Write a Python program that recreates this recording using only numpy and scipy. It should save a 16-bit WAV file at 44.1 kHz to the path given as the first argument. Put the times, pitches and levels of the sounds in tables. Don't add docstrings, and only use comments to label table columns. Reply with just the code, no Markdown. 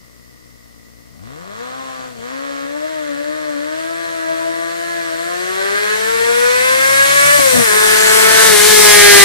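import sys
import numpy as np
from scipy import signal
from scipy.fft import rfft, irfft
from scipy.io import wavfile
from scipy.ndimage import uniform_filter1d, map_coordinates

SR = 44100
rng = np.random.default_rng(int(sys.argv[2]) if len(sys.argv) > 2 else 0)


def write(x):
    x = np.atleast_2d(x).T
    wavfile.write(sys.argv[1], SR, np.round(np.clip(x, -1, 1) * 32767).astype(np.int16))


N = 407484

# start_s, firing_rate_hz
FIRING_RATE = [(0.0, 61.2), (0.2, 60.5), (0.38, 61.7), (0.82, 57.1), (1.11, 59.5), (1.16, 66.1),
               (1.21, 90.7), (1.23, 102.7), (1.29, 124.3), (1.34, 145.0), (1.39, 165.6), (1.52, 207.0),
               (1.64, 249.3), (1.8, 265.3), (2.08, 255.4), (2.18, 228.5), (2.21, 228.9), (2.31, 262.3),
               (2.44, 279.5), (2.65, 277.4), (2.91, 318.4), (3.14, 282.3), (3.37, 309.2), (3.5, 297.3),
               (3.57, 285.8), (3.78, 321.8), (3.99, 335.6), (4.27, 325.6), (4.92, 341.6), (5.14, 328.0),
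               (5.64, 391.6), (6.07, 446.1), (6.84, 534.8), (7.36, 580.4), (7.64, 458.8), (7.7, 414.9),
               (7.75, 427.0), (8.47, 442.8), (8.57, 413.2), (8.7, 429.5), (9.24, 397.8)]
# pulse_db, lateness_firing_periods
CYLINDERS = [(0, 0), (-9, .018), (-3, -.013), (-10, .014)]
# centre_s, length_s, swell_db
BURBLES = [(2.097, 0.072, -41), (2.194, 0.011, -31), (7.397, 0.024, -15.5), (7.578, 0.12, -13),
           (7.61, 0.09, -28), (8.497, 0.089, -21)]
# start_s, end_s, bark_change_db, rasp_change_db, drone_change_db
THROTTLE = [(1.2, 1.35, 4.5, 5, 3.5), (1.53, 2.09, 3, 2.5, -1), (2.087, 2.19, -10.5, -1.5, -1),
            (2.218, 2.62, 4, 1.5, -2), (4.27, 4.538, 0.5, 0.5, 3.5), (5.57, 5.94, 3.5, -0.5, -1),
            (7.36, 7.54, -5, 0, 2), (7.537, 7.66, -2, -3, -5), (7.624, 7.844, 1, -4, -1),
            (8.494, 8.823, -6.5, -1, 1)]
# time_s, distance_m
DISTANCE = [(1.3, 126.5), (3.5, 101.8), (5.1, 85.5), (6.6, 63.5), (8.0, 36), (9.24, 13.9)]

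# frequency_hz, relative_level_db
PIPE_LAUNCH = [(50, -2), (140, 8), (300, -6), (470, 7), (660, 6), (850, 1), (1100, 8.5), (1300, 7),
               (1500, 2), (1750, 0.5), (2300, -10), (4300, -18), (8000, -34)]
PIPE_FAR = [(50, -50), (140, -20), (300, 3), (420, 0), (520, 11), (600, 11), (760, -7), (1020, 3),
            (1250, 6), (1480, 4), (1660, 7.5), (1900, 4), (2200, -5), (2500, -9), (3000, -11), (3600, -12),
            (4300, -8.5), (5200, -18), (8000, -30.5)]
PIPE_MID = [(50, -26), (130, -5), (330, -4.5), (540, -1), (650, 0.5), (780, -3.5), (880, -2), (1080, 3),
            (1380, 1.5), (1720, 4.5), (1980, 1), (2200, 0), (3000, -13), (4300, -14), (8000, -30)]
PIPE_SECOND_GEAR = [(50, -26), (130, -5), (330, -5), (650, 0), (760, -4), (880, -1), (1100, 1), (1350, 3),
                    (1520, 3.5), (1750, 1), (2000, -1.5), (2250, -6), (2700, -13), (4300, -13), (8000, -28)]
PIPE_NEAR = [(50, -24), (130, -19), (350, -11), (620, 3), (860, -1), (1100, -9), (1280, -4), (1480, 3),
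             (1680, 6.5), (1880, 7), (2050, 1), (2280, 5.5), (2550, -6), (4300, -8), (8000, -17)]
# frequency_hz, relative_level_db
RASP_SPECTRUM = [(150, -16), (600, -16), (1200, -3.5), (1750, 0.5), (2500, -3), (3200, -2), (4250, -1.5),
                 (5000, -8), (6100, -3.5), (6800, -4), (7700, -6), (11000, -14.5), (15000, -23)]
HISS_SPECTRUM = [(1500, -15.5), (4500, -6.5), (6200, -1.5), (7000, -2.5), (8000, 2), (10000, 2),
                 (12500, -5), (15500, -13.5)]
IDLE_SPECTRUM = [(25, -9), (60, 4), (120, -1), (180, -9), (240, 6), (320, -13), (550, -10), (850, -20),
                 (1200, -17.5), (1600, -26), (4000, -43)]
FLOOR_SPECTRUM = [(100, 4.5), (500, 0.5), (850, -18.5), (1200, -4.5), (1650, -19), (1970, 4.5), (2300, -16),
                  (3800, -13.5), (5000, -7), (7800, -12.5), (15500, -19)]
MURMUR_SPECTRUM = [(20, -5), (45, -4), (100, -8.5), (250, -2), (700, 4), (2000, -59)]
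# frequency_hz, response_db
PIPE_LOW = [(80, -38.5), (108, -30), (140, -33.5), (170, -28.5), (215, -24), (280, -22), (350, -27),
            (400, -20), (435, -22), (470, -17), (495, -15.5), (555, -20.5), (605, -16.5), (670, -19.5),
            (750, -25.5), (860, -25.5), (1000, -20.5), (1300, -18), (1700, -6.5)]
LOW_ORDERS = (.25, .5, 1, 1.75, 2, 3)
LOW_ORDERS_DB = (-2, -14.5, 0.5, -18.5, -4.5, -12)
LAUNCH_ORDERS_DB = (-28, -8.5, -8.5, -51, -12, -6.5)

# frequency_hz, attenuation_db
SHADE_FAR = [(60, 5), (110, 11.5), (200, 6.5), (380, 6), (700, 5), (1290, 1), (2380, -1.5), (4400, 0.5),
             (7500, 6.5), (8200, 6), (8800, 27.5), (15000, 13)]
SHADE_NEAR = [(60, 11), (450, 4), (1220, 4), (2010, 1), (4400, -1), (5500, 0.5), (9080, 13.5), (15000, 15)]
# frequency_hz, lag_rad
LAG_FAR = [(260, 2.9), (600, 2.8), (850, 2.95), (1120, 2.5), (1400, 2.55), (1700, 2.8), (2200, 3.5),
           (2800, 3.9), (4000, 4.8), (4900, 6.3), (5600, 8.3), (6500, 10.5), (8500, 11.8), (11000, 15.9)]
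LAG_NEAR = [(260, 2.15), (650, 2.25), (1000, 1.7), (1750, 0.15), (2200, 0.3), (3000, -0.3), (4500, -1.3),
            (6000, -2.5), (8000, -4.3), (12000, -9)]
# frequency_hz, t60_s
ROADSIDE_T60 = [(150, 0.16), (1500, 0.29), (10000, 0.14)]

# level_at_reference_db, db_per_halving_of_distance, db_per_octave_of_revs,
# extra_at_full_throttle_db
BARK_LAW = (-38.5, 8.5, 6.5, 0.5)
RASP_LAW = (-39, 10, 6.5, 3)
HISS_LAW = (-44.5, 4.5, 10.5, -2)
MURMUR_LAW = (-42.5, 8, -2.5, 3.5)
DRONE_LAW = (0.98, 6.2, 0.34, 0.5)
REFERENCE_M, REFERENCE_HZ = 100, 300
FULL_THROTTLE_S = (4.7, 5.6)
HISS_LOSS_DB_PER_M = 0.3381
HISS_FLUTTER_DB = .6
PATCHY_DB = 1.4

WRIST_S, FLYWHEEL_S = 0.091, .045
CRANK_WANDER = .008
FLARE_DB = 0.5
MELLOW = 0.62
LOPE_DB, LOPE_HZ = 19.5, (380, 570)
RING_DB, RING_HZ = 8.5, (169, 263)
LUG_DB, LUG_HZ = 6.5, (150, 216)
DISPERSION = 1
SILENCER_T60_S, BUZZ_DB = .028, -5

ASIDE_M = (48.5, 21.5)
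TREE_SPACING_M, TREE_ASIDE_M = 8, (6, 15)
TREE_SIZE_M = 2.1
SOUND_M_PER_S = 343
PORT_LAG_S = .00035
SELF_NOISE_DB, TOP_HZ = -54, 15600


def amp(db):
    return np.exp(np.asarray(db) * (np.log(10) / 20))


def unit(x):
    return x / np.sqrt(np.mean(x ** 2) + 1e-20)


def along(points, hz):
    f, v = np.transpose(points)
    return np.interp(np.log(hz + 1), np.log(np.abs(f) + 1), v)


def curve(rows):
    s, value = np.transpose(rows)
    return np.interp(np.arange(N) / SR, s, value)


def ramp(start, end):
    return np.interp(np.arange(N) / SR, [start, end], [0, 1])


def wobble(rate):
    coarse = np.arange(0, N + 64, 64)
    knots = rng.standard_normal(int(N * rate / SR) + 4)
    return np.interp(np.arange(N), coarse, map_coordinates(knots, [coarse * rate / SR]))


def noise(channels):
    return rng.standard_normal((channels, N), dtype=np.float32)


def convolved(x, ring):
    return signal.oaconvolve(np.atleast_2d(x).astype(np.float32), ring[None].astype(np.float32), axes=1)


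def filtered(x, response):
    size = 1024
    ring = np.roll(irfft(response(np.fft.rfftfreq(size, 1 / SR))), size // 2) * np.hanning(size)
    return convolved(x, ring)[:, size // 2:size // 2 + N]


def coloured(x, spectrum):
    size = 2048
    cepstrum = irfft(np.log(amp(along(spectrum, np.fft.rfftfreq(size, 1 / SR)))))
    cepstrum[1:size // 2] *= 2
    cepstrum[size // 2 + 1:] = 0
    ring = irfft(np.exp(rfft(cepstrum)))
    return unit(convolved(x, ring)[:, :N])


def patchy(x):
    z = signal.stft(x, nperseg=512)[2]
    field = rng.standard_normal(z.shape[1:])
    field = uniform_filter1d(field, size=4, axis=0)
    field = uniform_filter1d(field, size=24, axis=1)
    return signal.istft(z * amp(PATCHY_DB * unit(field)), nperseg=512)[1][:, :N]


def level(law, metres, rate):
    base_db, nearer_db, revs_db, throttle_db = law
    distance_db = nearer_db * np.log2(REFERENCE_M / metres)
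    speed_db = revs_db * np.log2(rate / REFERENCE_HZ)
    return base_db + distance_db + speed_db + throttle_db * ramp(*FULL_THROTTLE_S)


def throttle():
    step = lambda s: ramp(s - WRIST_S / 2, s + WRIST_S / 2)
    return sum(np.outer(change_db, step(start) - step(end)) for start, end, *change_db in THROTTLE)


def right_channel(x, aside):
    hz, t, z = signal.stft(x, SR, nperseg=512)
    swing = np.interp(t * SR, np.arange(N), aside)
    between = lambda far, near: np.outer(along(far, hz), 1 - swing) + np.outer(along(near, hz), swing)
    shade = amp(-between(SHADE_FAR, SHADE_NEAR))
    lag = np.exp(-1j * between(LAG_FAR, LAG_NEAR))
    return signal.istft(z * shade * lag, nperseg=512)[1][..., :N]


def microphone(pair, aside):
    return np.vstack([pair[0], right_channel(pair[1], aside)])


def diffuse(pair, aside):
    coherence = [(50, 1.0), (300, 0.59), (1500, 0.3), (4000, 0.19), (8000, 0.19)]  # (Hz, share)
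    alike = lambda hz: np.clip(along(coherence, hz), 0, 1)
    unlike = lambda hz: np.sqrt(1 - alike(hz) ** 2)
    right = filtered(pair[0], alike) + filtered(pair[1], unlike)
    return np.vstack([pair[0], right_channel(right, aside)])


def floor():
    return amp(-47.0) * coloured(noise(2), FLOOR_SPECTRUM)


def murmur(murmur_db):
    return amp(murmur_db + 1.1 * wobble(4.5)) * coloured(noise(2), MURMUR_SPECTRUM)


def hiss(hiss_db, metres):
    loss_db = HISS_LOSS_DB_PER_M * (metres - REFERENCE_M)
    return amp(hiss_db - loss_db + HISS_FLUTTER_DB * wobble(10)) * coloured(noise(2), HISS_SPECTRUM)


def roadside(x):
    hz, t, z = signal.stft(rng.standard_normal(SR // 3), SR, nperseg=256)
    decay = amp(-60 * t / along(ROADSIDE_T60, hz)[:, None])
    tail = signal.istft(z * decay, SR, nperseg=256)[1]
    return convolved(x, tail / np.linalg.norm(tail))[:, :N]


def reflected(x, metres):
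    n, heard = np.arange(N), np.vstack([x, x])
    road = metres[::256]
    for place in np.arange(0, 140, TREE_SPACING_M):
        along_m, aside_m = place + rng.uniform(0, TREE_SPACING_M), rng.uniform(*TREE_ASIDE_M)
        to_tree, to_microphone = np.hypot(road - along_m, aside_m), np.hypot(along_m, aside_m)
        late = np.interp(n, n[::256], (to_tree + to_microphone - road) / SOUND_M_PER_S)
        gain = np.interp(n, n[::256], TREE_SIZE_M * road / (to_tree * to_microphone))
        echo = gain * np.interp(n - SR * late, n, x[0])
        for channel, lag in zip(heard, (SR * PORT_LAG_S * rng.random(2)).astype(int)):
            channel[lag:] += echo[:N - lag]
    return heard


def firings(turns, imbalance, scatter_db, jitter):
    index = np.arange(1, int(turns[-1]))
    db, late = imbalance * np.array(CYLINDERS)[index % len(CYLINDERS)].T
    chance = rng.standard_normal((len(index), 2))
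    at = np.interp(index + late + jitter * chance[:, 0], turns, np.arange(N))
    size = amp(db + scatter_db * chance[:, 1]) * np.sqrt(np.abs(np.gradient(at)))
    taps = at.astype(int)[:, None] + np.arange(-7, 9)
    offset = taps - at[:, None]
    shape = np.sinc(offset) * np.cos(np.pi * offset / 16) ** 2
    pulses = np.bincount(np.clip(taps, 0, N - 1).ravel(), (size[:, None] * shape).ravel(), N)
    return unit(pulses - uniform_filter1d(pulses, SR // 20))


def overtones(x, turns):
    for order in (.5, 1, 2, 3):
        carrier = np.exp(2j * np.pi * order * turns)
        x = x - 2 * np.real(carrier * uniform_filter1d(x / carrier, SR // 20))
    return x


def puffs(turns, depth, channels):
    swell = np.exp(depth * np.cos((2 * np.pi * turns).astype(np.float32)))
    return unit(noise(channels) * swell)


def rasp(turns, rasp_db):
    gas = puffs(turns, depth=.35, channels=2)
    return amp(rasp_db + 0.76 * wobble(10)) * coloured(gas, RASP_SPECTRUM)


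def metallic(x):
    t = np.arange(int(SILENCER_T60_S * SR)) / SR
    ring = rng.standard_normal(len(t)) * amp(-60 * t / SILENCER_T60_S)
    return convolved(x, ring)[:, :N]


def buzz(turns, rasp_db):
    pulses = firings(turns + CRANK_WANDER * wobble(40), imbalance=1.3, scatter_db=1, jitter=.004)
    shell = patchy(metallic(overtones(pulses, turns)))
    return amp(rasp_db + BUZZ_DB) * coloured(shell, RASP_SPECTRUM)


def burbles(turns):
    swell = np.zeros(N)
    for s, length, db in BURBLES:
        arch = np.sin(np.linspace(0, np.pi, int(length * SR)))
        swell[int((s - length / 2) * SR):][:len(arch)] += amp(db) * arch
    boom = coloured(noise(1), [(40, -21), (130, 7.0), (300, -9), (700, 5.5), (3000, -85)])
    return swell * (1.34 * np.cos(np.pi * turns) + 0.91 * boom)


def idle(turns):
    beat = firings(turns, imbalance=.12, scatter_db=1.1, jitter=.012) + .3 * unit(noise(1))
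    resting = 1 - ramp(1.15, 1.4)
    return amp(-45.0) * coloured(beat, IDLE_SPECTRUM) * resting


def drone(turns, rate, drone_db, twist_db):
    phase = 2 * np.pi * (turns + .008 * wobble(60))
    gripping, waves = ramp(2.15, 2.43), np.zeros(N)
    for order, db, launch_db in zip(LOW_ORDERS, LOW_ORDERS_DB, LAUNCH_ORDERS_DB):
        clutch_db = gripping * db + (1 - gripping) * launch_db
        shut_db = MELLOW * max(order - 1, 0) * np.minimum(twist_db, 0)
        waver_db = (1.65 + 0.5 * abs(order - 1)) * wobble(34)
        lope_db = np.interp(rate, LOPE_HZ, [-LOPE_DB, 0]) * (order == min(LOW_ORDERS))
        ring_db = np.interp(rate, RING_HZ, [-RING_DB, 0]) * (order == max(LOW_ORDERS))
        lug_db = np.interp(rate, LUG_HZ, [LUG_DB, 0]) * (order == 1)
        order_db = clutch_db + shut_db + waver_db + lope_db + ring_db + lug_db
        wave = np.sin(order * phase - DISPERSION * order ** 2)
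        waves += amp(order_db + along(PIPE_LOW, order * rate)) * wave
    return amp(drone_db) * waves * ramp(1.1, 1.12)


def bark(turns, bark_db, close):
    under_way, hard, shifted = ramp(1.86, 3.1), ramp(5.5, 6.6), ramp(7.4, 7.8)
    turns = turns + CRANK_WANDER * (hard + shifted) * (1 - close) * wobble(50)
    pulses = firings(turns, imbalance=1.2, scatter_db=.6, jitter=.004)
    roughness = .05 + .11 * hard + .15 * shifted - .21 * close
    blast = overtones(pulses, turns) + roughness * puffs(turns, depth=.6, channels=1)
    sound = amp(5.5) * coloured(blast, PIPE_LAUNCH)
    stages = [(under_way, 7.5, PIPE_FAR), (hard, 9.5, PIPE_MID),
              (shifted, 8.0, PIPE_SECOND_GEAR), (close, 8.5, PIPE_NEAR)]
    for share, db, pipe in stages:
        sound = (1 - share) * sound + share * amp(db) * coloured(blast, pipe)
    flare_db = FLARE_DB * hard * wobble(14)
    return amp(bark_db + flare_db) * sound


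def scene():
    rate = uniform_filter1d(curve(FIRING_RATE), int(FLYWHEEL_S * SR))
    turns = np.cumsum(rate) / SR
    metres = curve(DISTANCE)
    moving, close = ramp(1.09, 1.41), ramp(8.55, 9.09)
    aside = np.interp(metres, ASIDE_M[::-1], [1, 0]) ** 2

    bark_twist_db, rasp_twist_db, drone_twist_db = throttle()
    bark_db = level(BARK_LAW, metres, rate) + bark_twist_db
    rasp_db = level(RASP_LAW, metres, rate) + rasp_twist_db
    drone_db = level(DRONE_LAW, metres, rate) + drone_twist_db

    snarl = reflected(moving * bark(turns, bark_db, close), metres) + idle(turns)
    exhaust = snarl + drone(turns, rate, drone_db, bark_twist_db) + burbles(turns)
    exhaust = exhaust + moving * buzz(turns, rasp_db)
    echo = amp(-6.5 - 0.7 * close) * np.vstack([roadside(channel) for channel in snarl])
    treble = patchy(rasp(turns, rasp_db) + hiss(level(HISS_LAW, metres, rate), metres))
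    middle = murmur(level(MURMUR_LAW, metres, rate))
    surroundings = moving * (treble + middle) + echo + floor()
    return microphone(exhaust, aside) + diffuse(surroundings, aside)


def record(dry):
    hardness = 6
    dry = dry + amp(SELF_NOISE_DB) * noise(2)
    clipped = dry / (1 + np.abs(dry.astype(np.float32) / 0.87) ** hardness) ** (1 / hardness)
    return filtered(clipped, lambda hz: 1.0 * (hz < TOP_HZ))


dry = scene()
out = record(dry)
write(out)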